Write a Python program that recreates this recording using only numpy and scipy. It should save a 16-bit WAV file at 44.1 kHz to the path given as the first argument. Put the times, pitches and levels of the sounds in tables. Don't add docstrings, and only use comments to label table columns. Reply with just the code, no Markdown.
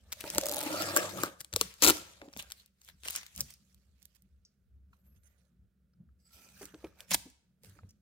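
import sys
import numpy as np
from scipy import signal
from scipy.fft import rfft, irfft, next_fast_len
from scipy.io import wavfile
from scipy.ndimage import uniform_filter1d, map_coordinates

SR = 44100
rng = np.random.default_rng(int(sys.argv[2]) if len(sys.argv) > 2 else 0)


def to_linear_factor(level_db):
    exponent = np.asarray(level_db, float) / 20
    return 10 ** exponent


def generate_wav(sig):
    pcm = np.round(np.clip(np.atleast_2d(sig).T, -1, 1) * 32767).astype(np.int16)
    wavfile.write(sys.argv[1], SR, pcm)


N = 353241

# (frequency [Hz], bandwidth [Hz], level [dB])
BOX_MODES = [(310, 60, 1.5), (553, 140, -3), (923, 110, -3), (1204, 230, -6.5), (1406, 120, -4),
             (1680, 210, -11)]
# (frequency [Hz], level [dB])
FILM_SPECTRUM = [(300, -27), (1200, -10.5), (2200, -2.5), (4400, 1), (7600, 1.5), (11300, -2), (14600, 0.5),
                 (16200, -9)]
# (time [s], delay of the right side [samples], left over right [dB])
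HANDS = [(0, -5.5, 1), (0.701, 11.5, -1), (1.299, 10, 2), (1.851, 12, 3.5), (2.301, 11, -0.5),
         (3.2, 9.5, 1), (3.699, -6.5, -4.5), (4.201, -4, -11.5), (5.201, -11, -12), (6.2, 0.5, -2.5),
         (6.598, -2.5, -3), (8, 5.5, -3)]


def evened(x):
    return x / np.sqrt(np.mean(x ** 2) + 1e-20)


def read(points, hz):
    f, value = np.transpose(points)
    return np.interp(np.log(hz + 1), np.log(f + 1), value)


def colour(x, points, tilt_db=0):
    size = next_fast_len(x.shape[-1])
    hz = np.fft.rfftfreq(size, 1 / SR)
    gain = to_linear_factor(read(points, hz) + tilt_db * np.log2((hz + 300) / 5000))
    return irfft(rfft(x, size) * gain, size)[..., :x.shape[-1]]


def resonate(x, hz, width):
    r = np.exp(-np.pi * width / SR)
    return 2 * signal.lfilter([1 - r], [1, -r * np.exp(2j * np.pi * hz / SR)], x).real


def resonate_twice(x, hz, width):
    return resonate(resonate(x, hz, width), hz, width)


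def box(x, modes=BOX_MODES):
    return sum((-1) ** k * to_linear_factor(db) * resonate(x, hz, w) for k, (hz, w, db) in enumerate(modes))


def curve(table, column, outside=-120.):
    t, table = np.arange(N) / SR, np.asarray(table)
    out = np.full(N, outside)
    inside = (t >= table[0, 0]) & (t <= table[-1, 0])
    out[inside] = np.interp(t[inside], table[:, 0], table[:, column])
    return uniform_filter1d(out, size=200)


def swells(peak_s, rise_s, fall_s, db, roundness=1):
    t = np.arange(0, N + 32, 32)[:, None] / SR
    rising = (peak_s - t) / np.maximum(rise_s, .003)
    falling = (t - peak_s) / np.maximum(fall_s, .003)
    gains = to_linear_factor(db - 20 * np.maximum(rising, falling) ** roundness)
    return np.interp(np.arange(N) / SR, t[:, 0], np.sqrt((gains ** 2).sum(1)))


def add(mix, s, sound):
    part = mix[..., round(s * SR):][..., :sound.shape[-1]]
    part += sound[..., :part.shape[-1]]


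def lean():
    s, _, db = np.transpose(HANDS)
    return to_linear_factor(np.array([[.5], [-.5]]) * np.interp(np.arange(N) / SR, s, db))


def hush():
    # (frequency [Hz], level [dB per Hz])
    air = [(30, 16), (220, -3), (480, -1), (950, -21.5), (1400, -8.5), (2000, -16.5), (8000, -24.5),
           (16000, -21)]
    a, b = rng.standard_normal((2, N))
    return to_linear_factor(-81) * evened(colour(np.array([a, 1.8 * a + 1.5 * b]), [(7.8, -31)] + air))


def room(x):
    # (frequency [Hz], reverberation time t60 [s])
    decay = [(150, .4), (500, .5), (3000, .52), (8000, .44), (15000, .27)]
    taps = np.zeros((2, SR))
    at = np.arange(200, SR - 20, 20) + rng.integers(0, 20, (2, (SR - 201) // 20))
    np.put_along_axis(taps, at, rng.choice([-1., 1.], at.shape), 1)
    hz, t, z = signal.stft(taps, SR, nperseg=256)
    tail = signal.istft(z * to_linear_factor(-60 * t / read(decay, hz)[:, None]), SR, nperseg=256)[1]
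    wet = signal.fftconvolve(x[None], tail / np.linalg.norm(tail[0]), axes=1)[:, :N]
    wet = signal.stft(wet, nperseg=256)[2]
    power = uniform_filter1d(abs(wet[:, 12:]) ** 2, size=24, axis=2) + 1e-20
    wet[:, 12:] *= np.sqrt(abs(uniform_filter1d(power, size=13, axis=1) / power))
    return signal.istft(wet, nperseg=256)[1][:, :N]


def rumble(strain):
    # (frequency [Hz], bandwidth [Hz])
    desk = [(66, 20), (97, 9.8), (142, 44), (180, 32)]
    # (peak time [s], length [s], deep level [dB], upper level [dB])
    leans = [(0.074, 0.67, -60, -77), (0.368, 0.3, -50.5, -47.5), (1.166, 0.15, -57, -50.5),
             (1.602, 0.21, -51.5, -58), (1.869, 0.15, -41.5, -40.5), (2.385, 0.45, -66.5, -80),
             (3.04, 0.74, -63, -94), (3.391, 0.18, -47.5, -54), (3.875, 0.32, -64.5, -91.5),
             (4.32, 0.16, -60, -84), (4.762, 0.39, -53.5, -77), (5.15, 0.45, -59, -71.5),
             (5.596, 0.21, -64, -71.5), (6.011, 0.13, -75.5, -59), (6.089, 0.24, -58.5, -70),
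             (6.55, 0.64, -72, -69.5), (6.85, 0.21, -58, -72.5), (7.131, 0.15, -61, -49.5),
             (7.67, 0.15, -73, -63), (7.809, 0.099, -68, -64)]
    a, b = rng.standard_normal((2, N))
    push = np.array([a, .9 * a + .4 * b])
    modes = [resonate_twice(push, hz, width) for hz, width in desk]
    steady = [m / np.sqrt(uniform_filter1d(m ** 2, size=3000) + 0.3 * m.var()) for m in modes]
    deep, second, low, upper = steady
    lumps = to_linear_factor(4.5 * evened(uniform_filter1d(uniform_filter1d(a[::-1], size=2500), size=2500)))
    worked = np.minimum(to_linear_factor(-16.5) * strain, to_linear_factor(-51.0))
    s, length, deep_db, upper_db = np.transpose(leans)
    heave, shake = (swells(s, 0.25 * length, 0.56 * length, db, roundness=1.1) for db in (deep_db, upper_db))
    bass = (heave + to_linear_factor(-71.5) * lumps[::-1]) * (deep + to_linear_factor(-13) * second) + worked * second
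    return bass + ((shake + to_linear_factor(-77.0)) * lumps + to_linear_factor(-1.5) * worked) * (0.83 * low + upper)


def squeak():
    # (time [s], frequency [Hz], level [dB])
    whistle = [
        (4.94, 11730, -103),
        (5.0, 12400, -78),
        (5.03, 12950, -91),
        (5.07, 12700, -73),
        (5.2, 12500, -86),
        (5.27, 12900, -86),
        (5.31, 13350, -81.5),
        (5.34, 12660, -90.5),
        (5.385, 11050, -91.5),
    ]
    waver = 1 + 0.003 * evened(uniform_filter1d(rng.standard_normal(N), size=150))
    hz = curve(whistle, 1, outside=11200.) * waver
    gain = to_linear_factor(curve(whistle, 2) + [[2], [-3]])
    return np.sqrt(2) * gain * np.sin(2 * np.pi * np.cumsum(hz) / SR)


def creaks():
    # (start time [s], length [s], level [dB])
    palm = [
        (5.047, 0.037, -88.5),
        (5.155, 0.034, -82),
        (5.231, .025, -76),
        (5.252, 0.032, -69.5),
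        (5.378, 0.027, -84),
        (5.447, .055, -90),
    ]
    # (frequency [Hz], bandwidth [Hz], level [dB])
    gloss = [(6300, 210, 2.5), (7500, 300, -8), (9000, 230, -1), (10100, 240, 2), (11200, 300, -19),
             (14600, 500, -8)]
    out = np.zeros(N)
    for s, length, db in palm:
        count = round(length * SR)
        drive, favour = rng.standard_normal(count), rng.standard_normal(len(gloss))
        sound = sum(to_linear_factor(mode_db + 2.5 * f) * evened(resonate_twice(drive, hz, w))
                    for (hz, w, mode_db), f in zip(gloss, favour))
        add(out, s, to_linear_factor(db) * evened(sound) * signal.windows.tukey(count, .4))
    return out


def thuds():
    # (time [s], peak level [dB], frequency [Hz], decay time t60 [s])
    blows = [(0.234, -49, 311, 0.44), (1.53, -31, 82.5, 0.096), (1.904, -22, 310, 0.04),
             (2.214, -51.5, 553, 0.33), (2.217, -50.5, 297.6, 0.27), (2.277, -48, 277, 0.065),
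             (2.364, -46.5, 225, 0.11), (3.059, -44, 492, 0.038), (3.389, -41.5, 192, 0.079),
             (6.611, -43.5, 407, 0.1), (6.624, -45, 290.4, 0.13), (6.738, -41, 311, 0.096),
             (6.841, -32, 326, 0.067), (7.135, -35.5, 99, 0.13), (3.401, -47, 130, 0.25),
             (6.361, -68, 235.5, 0.58), (7.636, -62, 448, 0.13), (7.759, -64.5, 302, 0.17),
             (7.255, -47, 254.7, 0.11), (7.665, -50.5, 98.6, 0.38), (7.827, -42.5, 93, 0.18)]
    out, t = np.zeros(N), np.arange(8000) / SR
    for s, db, hz, t60 in blows:
        rattle = evened(resonate_twice(rng.standard_normal(len(t)), hz, hz))
        ring = np.sin(2 * np.pi * hz * t) + 0.73 * rattle
        add(out, s, to_linear_factor(db - 60 * t / max(t60, .02)) * ring * (1 - np.exp(-t * hz * 2.9)) ** 2)
    return out


def ticks():
    # (time [s], peak level [dB], frequency [Hz], decay time t60 [s])
    taps = [(0.9629, -21.5, 1180, 0.029), (0.9633, -18.5, 1570, 0.03), (1.56, -29.5, 490, 0.025),
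            (1.559, -30.5, 1260, 0.019), (1.611, -33, 440, 0.016), (1.611, -27, 1250, 0.016),
            (7.11, -35, 605, .06), (7.116, -34.5, 920, 0.042), (4.932, -69, 4000, 0.029),
            (1.2334, -19, 1360, 0.024), (2.335, -40, 4900, 0.013), (.123, -42, 2200, .03),
            (1.888, -20.5, 1330, .04), (3.058, -39.5, 5440, 0.013), (3.083, -25.5, 2870, 0.012),
            (3.15, -38, 5400, .02), (3.1596, -24, 5570, 0.012), (3.4055, -19.5, 5300, 0.013),
            (3.506, -45, 5400, .02), (3.538, -47.5, 5190, 0.014), (7.1169, -30, 5390, .012),
            (2.394, -31.5, 2610, .03), (4.4498, -48.5, 5580, 0.032), (4.451, -62.5, 5170, .15),
            (4.93, -64, 1015, 0.032), (4.929, -58.5, 1357, 0.026), (4.931, -63, 2404, .03),
            (6.613, -50.5, 2003, .04), (6.741, -56, 1500, 0.025), (6.843, -45, 2294, 0.036),
            (7.7882, -51, 1254, 0.025), (7.89, -56, 5740, 0.061), (7.906, -56, 5700, 0.027),
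            (5.934, -76, 1352, 0.021), (5.934, -72.5, 4840, .02), (6.088, -70.5, 1346, .03)]
    out, t = np.zeros(N), np.arange(4000) / SR
    for s, db, hz, t60 in taps:
        scrape = rng.standard_normal(len(t)) * to_linear_factor(-60 * t / t60) * (1 - np.exp(-t / 0.001))
        tick = resonate_twice(scrape, hz, 0.24 * hz)
        add(out, s, to_linear_factor(db) * tick / np.abs(tick).max())
    return out


def cut():
    # (start [s], length [s], first frequency [Hz], last frequency [Hz], bandwidth [Hz], end level [dB])
    blade = (7.118, .028, 2600, 9500, 2600, -27)
    start, length, from_hz, to_hz, width_hz, db = blade
    out, u = np.zeros(N), np.arange(0, length, 1 / SR) / length
    turn = np.exp(2j * np.pi * np.cumsum(from_hz * (to_hz / from_hz) ** u) / SR)
    a, b = resonate_twice(rng.standard_normal((2, len(u))), 0, width_hz)
    add(out, start, to_linear_factor(db - 10.3 * (1 - u)) * evened((turn * (a + 1j * b)).real))
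    return out


def effort():
    # (time [s], pull level [dB], strain on the box over pull [dB])
    peel = [
        (0, -77, -2.5),
        (.055, -77, 11),
        (.174, -60.5, -1.5),
        (.249, -49.5, 1),
        (.369, -47, -12),
        (.511, -46.5, 0),
        (.822, -38.5, 3.5),
        (.94, -44, 12.5),
        (1.115, -57, 14),
        (1.3, -79, 5.5),
    ]
    # (peak time [s], rise [s], fall [s], film level [dB], box over film [dB])
    tugs = [(.128, 0.006, 0.0067, -42, -32), (.97, 0.036, 0.15, -34.5, 8), (1.253, 0.24, 0.077, -43.5, 11),
            (1.411, 0.02, 0.011, -47, 3.5), (1.545, 0.029, 0.12, -62, 13.5),
            (1.616, 0.056, 0.19, -47.5, -24.5), (1.832, 0.013, 0.092, -29, -2),
            (1.888, 0.047, 0.048, -26.5, -3), (1.95, .05, 0.3, -48, -1), (2.399, 0.028, 0.024, -44.5, -4),
            (2.41, 0.088, 0.16, -56.5, -1.5), (2.52, 0.056, .1, -62.5, -11), (2.6, 0.068, 0.084, -62, -15),
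            (2.893, 0.084, 0.05, -58.5, -18), (3.049, 0.014, 0.31, -46.5, -34),
            (3.167, 0.11, 0.1, -45, -46), (3.406, 0.046, 0.026, -44.5, -3), (3.514, 0.2, 0.076, -61.5, -13),
            (3.7, 0.35, 0.9, -78.5, -2.5), (4.029, 0.089, 0.19, -77, -21), (4.159, .04, 0.052, -72.5, -25)]
    # (peak time [s], rise [s], fall [s], film level [dB], box over film [dB])
    slides = [(4.935, 0.039, 0.18, -87, 11.5), (5.06, 0.045, 0.14, -86.5, 10.5),
              (5.165, 0.044, 0.048, -83.5, -6.5), (5.26, 0.056, 0.21, -80.5, 4),
              (5.395, 0.1, 0.3, -88, 9.5), (6.2, .015, 0.46, -85.5, -16.5),
              (6.255, 0.016, 0.49, -76.5, -13), (6.336, 0.045, 0.68, -64, -7.5),
              (6.439, 0.15, 0.26, -70, -13), (6.621, 0.1, 0.19, -57.5, -4.5), (6.848, 0.15, 0.16, -70, 14),
              (7.01, 0.055, 0.087, -63.5, 8.5), (7.116, 0.0068, 0.018, -29, -4),
              (7.13, 0.035, 0.029, -47, -0.5), (7.15, 0.028, 0.0042, -27, -28),
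              (7.643, 0.019, 0.23, -64.5, -10), (7.8, .2, 0.18, -87.5, 17), (7.9, 0.058, 0.047, -80, -13)]
    pull = to_linear_factor(curve(peel, 1))
    power = np.array([pull, pull * to_linear_factor(-10), pull * to_linear_factor(curve(peel, 2))]) ** 2
    for rows, fizz_db, fizz_share in (tugs, -3.5, 0.3), (slides, 1, 0.53):
        s, rise, fall, db, box_db = np.transpose(rows)
        film = swells(s, rise, fall, db)
        fizz = swells(s, rise, fizz_share * fall, db + fizz_db)
        power += np.array([film, fizz, swells(s, rise, fall, db + box_db)]) ** 2
    return np.sqrt(power)


def slips(per_s, spread_db):
    clump = to_linear_factor(2.6 * evened(uniform_filter1d(rng.standard_normal(N), size=200)))
    size = to_linear_factor(spread_db * np.minimum(rng.exponential(1, N), 4)) * rng.choice([-1, 1], N)
    return evened(size * clump * (rng.random(N) < per_s / SR))


def patchy(x, depth_db, size):
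    z = signal.stft(x, nperseg=256)[2]
    field = uniform_filter1d(rng.standard_normal(z.shape[-2:]), size=size, axis=0)
    field = uniform_filter1d(field, size=12, axis=1)
    return signal.istft(z * to_linear_factor(depth_db * evened(field)), nperseg=256)[1][..., :N]


def strokes(film, fizz, strain):
    # (start [s], end [s], frequency [Hz], bandwidth [Hz], level over film [dB])
    rings = [(.7, .83, 4500, 600, -3), (.79, .94, 5000, 800, -4), (1.84, 1.9, 7700, 900, -3),
             (6.17, 6.3, 4900, 400, 5), (6.185, 6.31, 7950, 300, 5), (1.82, 1.925, 1345, 130, 1),
             (5.04, 5.2, 2600, 150, -3), (6.17, 6.5, 4900, 350, -5), (6.19, 6.4, 7950, 250, -6),
             (1.93, 2.03, 1345, 80, -2), (.93, 1.1, 1150, 120, 0), (.78, 1.06, 1700, 250, -3),
             (1.13, 1.3, 1350, 100, 0), (1.01, 1.11, 7500, 700, 0), (1.82, 2.06, 320, 50, 2),
             (2.56, 2.63, 4200, 600, 2), (2.43, 2.5, 1500, 200, 0), (5.24, 5.4, 1900, 200, 0),
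             (4.92, 5.5, 1800, 1200, 2), (6.2, 7.1, 6100, 200, -5), (5.05, 6.2, 1448, 69, -5),
             (6.23, 6.56, 1350, 80, -2), (6.3, 6.68, 2450, 220, -2), (6.86, 7.1, 1500, 250, 0),
             (6.85, 7.1, 2350, 470, 0), (7.16, 7.32, 2100, 600, 0), (6.5, 6.85, 1500, 500, 0),
             (7.64, 7.78, 1600, 500, 0), (6.33, 6.6, 600, 500, -3)]
    # (start [s], end [s], frequency [Hz], bandwidth [Hz],
    # level over film [dB])
    walls = [(.12, 0.2, 587, 70, 0), (.23, .3, 590, 80, 6), (.23, 0.29, 880, 90, 1.5),
             (.31, 0.48, 578, 80, 7), (.32, 0.39, 860, 90, -3), (.42, 0.54, 589, 60, 9.5),
             (.51, 0.59, 824, 80, 6.5), (.56, 0.61, 600, 60, 3), (.58, 0.78, 860, 110, 0.5),
             (.49, 0.6, 292, 50, 1.5), (.61, 0.69, 303, 40, 5), (.68, 0.85, 313, 40, 4),
             (.69, 0.72, 560, 70, -0.5), (.78, 0.87, 628, 80, -1), (.88, 1.12, 618, 60, 4),
             (.81, 1.24, 318, 40, 1.5), (.68, 0.85, 1350, 110, 1), (.79, 0.99, 1330, 220, -1.5),
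             (1.12, 1.32, 322, 60, 3.5), (.38, 0.92, 593, 112, 1), (0.421, .74, 1157, 500, -3.5)]
    shared, left, right = (slips(9000, 1.8) for _ in range(3))
    pair = shared + 4.2 * np.array([left, right])
    dull = evened(colour(pair, FILM_SPECTRUM, -5.5))
    bright = evened(colour(pair, FILM_SPECTRUM, 3.7))
    hiss = patchy(dull + fizz / (film + 1e-9) * bright, 3.2, size=6)
    for start, end, hz, width, db in rings + walls:
        part = (pair + 7 * shared)[:, round(start * SR):round(end * SR)]
        count = part.shape[1]
        lump = evened(uniform_filter1d(rng.standard_normal(count), size=900))
        gain = to_linear_factor(db + 2 * (lump - lump.mean()) - 3.5) * signal.windows.tukey(count, .5)
        add(hiss, start, gain * evened(resonate_twice(part, hz, 1.5 * width)))
    even_modes = [(hz, 2 * width, 0) for hz, width, _ in BOX_MODES[1:]]
    rubbed = box(box(slips(2500, 2.5), BOX_MODES[1:]), even_modes)
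    rubbed = evened(patchy(rubbed, 3, size=2))
    return to_linear_factor(-1.5) * film * hiss * lean() + to_linear_factor(-7.5) * strain * rubbed


def crack(s, peak_db, bright_db, film):
    a, b, ripple = rng.standard_normal((3, 1280))
    a[256] = b[256] = 3.5
    t = np.arange(-256, 1024) / SR
    before = np.exp(-abs(t) / .00015) + .05 * np.exp(-abs(t) / .003)
    after = np.exp(-abs(t) / .0010) + .13 * np.exp(-abs(t) / .006)
    shape = np.where(t < 0, before, after)
    cracks = colour(np.array([a, .7 * a + .7 * b]) * shape, FILM_SPECTRUM, .7 * bright_db)
    cracks = irfft(rfft(cracks) * to_linear_factor(1.8 * evened(uniform_filter1d(ripple[:641], size=14))))
    add(film, s - 256 / SR, to_linear_factor(peak_db + 13.0) * cracks / np.abs(cracks).max(1, keepdims=True))


def snaps():
    # (time [s], peak level [dB], box over peak [dB],
    # high over low [dB])
    breaks = [(0.1205, -38, -24, -4), (0.123, -35, -30, -1), (0.127, -28, -23, -1),
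              (0.1322, -35.5, -33.5, -5.5), (0.207, -34.5, -22, 4.5), (0.21, -36, -26.5, -7),
              (0.24, -42.5, 9, -16), (0.2774, -39.5, -8, -2), (0.302, -27.5, -17, 4),
              (0.349, -31.5, -11, 0.5), (0.358, -35, -3, -2), (0.3823, -15.5, -4.5, -1.5),
              (0.4126, -29, -23.5, -1), (0.436, -33, -3, -4), (0.8217, -25.5, -28, -3.5),
              (0.964, -13, -9, 9.5), (0.972, -15, -15, 4), (1.235, -20.5, -1, -2), (1.175, -39, -11.5, 2),
              (1.26, -38, -6, 0), (1.406, -35, -18.5, -0.5), (1.4125, -37, -29.5, 5.5),
              (1.4466, -40.5, -24.5, -3.5), (1.5289, -39, -8, -7.5), (1.5377, -28.5, -12, -1.5),
              (1.562, -17, -19, 1), (1.6123, -15.5, -12.5, -3), (1.74, -48.5, -23.5, 2),
              (7.145, -18.5, -9.5, 5.5), (7.1452, -20.5, -14.5, -11.5)]
    # (time [s], peak level [dB], high over low [dB])
    crinkles = [(2.2169, -45, -16.5), (2.286, -57, -18.5), (2.33, -50.5, -6), (2.337, -51.5, -11),
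                (2.365, -41.5, -15.5), (2.3733, -38.5, 11), (2.399, -37, -11.5), (2.425, -40, 3),
                (2.503, -46.5, -6), (2.51, -44, -6), (2.52, -32, -1), (2.6607, -53.5, 5),
                (2.8164, -52.5, -2.5), (2.848, -51.5, 6), (2.8882, -45.5, -10), (3.0351, -46, -11),
                (3.059, -47, -12), (3.078, -35, -3), (3.0841, -29, -7), (3.1002, -37, -7.5),
                (3.107, -26.5, 8.5), (3.13, -39, 0), (3.153, -31.5, -4.5), (3.161, -24.5, 2),
                (3.177, -41.5, -10.5), (3.232, -45, -9), (3.2652, -43, 0.5), (3.351, -48.5, 4.5),
                (3.362, -36, 9), (3.378, -35.5, 2), (3.397, -38.5, 9), (3.407, -21.5, 14), (3.413, -30, 6),
                (3.5059, -45.5, 3.5), (3.539, -46, 11)]
    # (time [s], peak level [dB], high over low [dB])
    pokes = [(3.7455, -56, 2), (4.0282, -52, 4.5), (4.0549, -45.5, 5.5), (4.021, -60.5, -2),
             (4.15, -61.5, 7), (4.1585, -59, 10), (4.166, -63, 2), (4.222, -59, 13), (5.235, -71.5, 0),
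             (6.489, -58, -5), (6.631, -49, -16.5), (6.6553, -38, 4.5), (6.7445, -51, -12.5),
             (6.846, -52, -8), (6.8703, -57.5, -16.5), (7.0057, -39.5, -3.5), (7.109, -26.5, 1),
             (7.1166, -29.5, -3), (7.085, -63, -7.5), (7.151, -31, 2.5), (7.301, -53, 4), (7.635, -51.5, 1),
             (7.647, -50, -4.5), (7.662, -61, 9), (7.697, -55.5, 6), (7.789, -60, -30), (7.834, -58.5, -30),
             (7.892, -62, 8), (7.9074, -59.5, 5)]
    # (start [s], end [s], period [s])
    chatter_runs = [
        (.4575, .53, .0286),
        (.5375, .64, .0229),
    ]
    # (time [s], peak level [dB])
    rip_breaks = [(1.823, -13.5), (1.827, -16), (1.8359, -14.5), (1.8397, -14), (1.8457, -15),
                  (1.8465, -13), (1.85, -15.5), (1.853, -15.5), (1.857, -21), (1.865, -13.5),
                  (1.874, -13.5), (1.879, -14), (1.8844, -12), (1.8885, -16), (1.893, -16), (1.899, -14.5),
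                  (1.9, -17), (1.905, -16)]
    # (peak level [dB], box over peak [dB], high over low [dB])
    slip = (-25.5, -12.5, 5.6)
    catch = (-25, -11, 3.1)

    film, shove, t = np.zeros((2, N)), np.zeros(N), np.arange(400) / SR
    slip_s = np.concatenate([np.arange(*run) for run in chatter_runs])
    catch_s = np.concatenate([np.arange(*run) + .31 * run[2] for run in chatter_runs])
    chatter = [(s, db - 34 * (s - slip_s[0]), *rest)
               for times, (db, *rest) in ((slip_s, slip), (catch_s, catch)) for s in times]
    rip = [(s, db, -9.5 + 60 * (s - rip_breaks[0][0]), -0.5) for s, db in rip_breaks]
    for s, peak_db, box_db, bright_db in breaks + chatter + rip:
        crack(s, peak_db, bright_db, film)
        push = (1 + rng.standard_normal(len(t))) * np.exp(-t / .00015)
        add(shove, s, to_linear_factor(peak_db + box_db + 5.5) * push / np.linalg.norm(push) / 2.7)
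    for s, peak_db, bright_db in crinkles + pokes:
        crack(s, peak_db, bright_db, film)
    return film * lean() + box(shove) / np.abs(box(signal.unit_impulse(800))).max()


def scene():
    # (frequency [Hz], level [dB])
    wall_range = [(1600, 0), (2600, -40)]
    film, fizz, strain = effort()
    near = snaps() + strokes(film, fizz, strain) + thuds() + ticks() + creaks() * lean() + squeak() + cut()
    n, (s, late, _) = np.arange(N), np.transpose(HANDS)
    delay = np.interp(n / SR, s, late)
    body = colour(near[1], wall_range)
    right = sum(map_coordinates(part, [n - share * delay], order=3, mode="nearest")
                for part, share in ((near[1] - body, 1), (body, 0.71)))
    return np.array([near[0], right]) + to_linear_factor(-19.0) * room(near.mean(0)) + rumble(strain) + hush()


def top_cut(x):
    return signal.sosfilt(signal.butter(12, 16970, fs=SR, output="sos"), x)


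def record(dry):
    low = signal.butter(3, 45, "high", fs=SR, output="sos")
    top = signal.ellip(8, 1, 40, 16000, fs=SR, output="sos")
    mix = np.tanh(signal.sosfilt(np.vstack([low, top]), dry))
    return top_cut(mix)


dry = scene()
out = record(dry)
generate_wav(out)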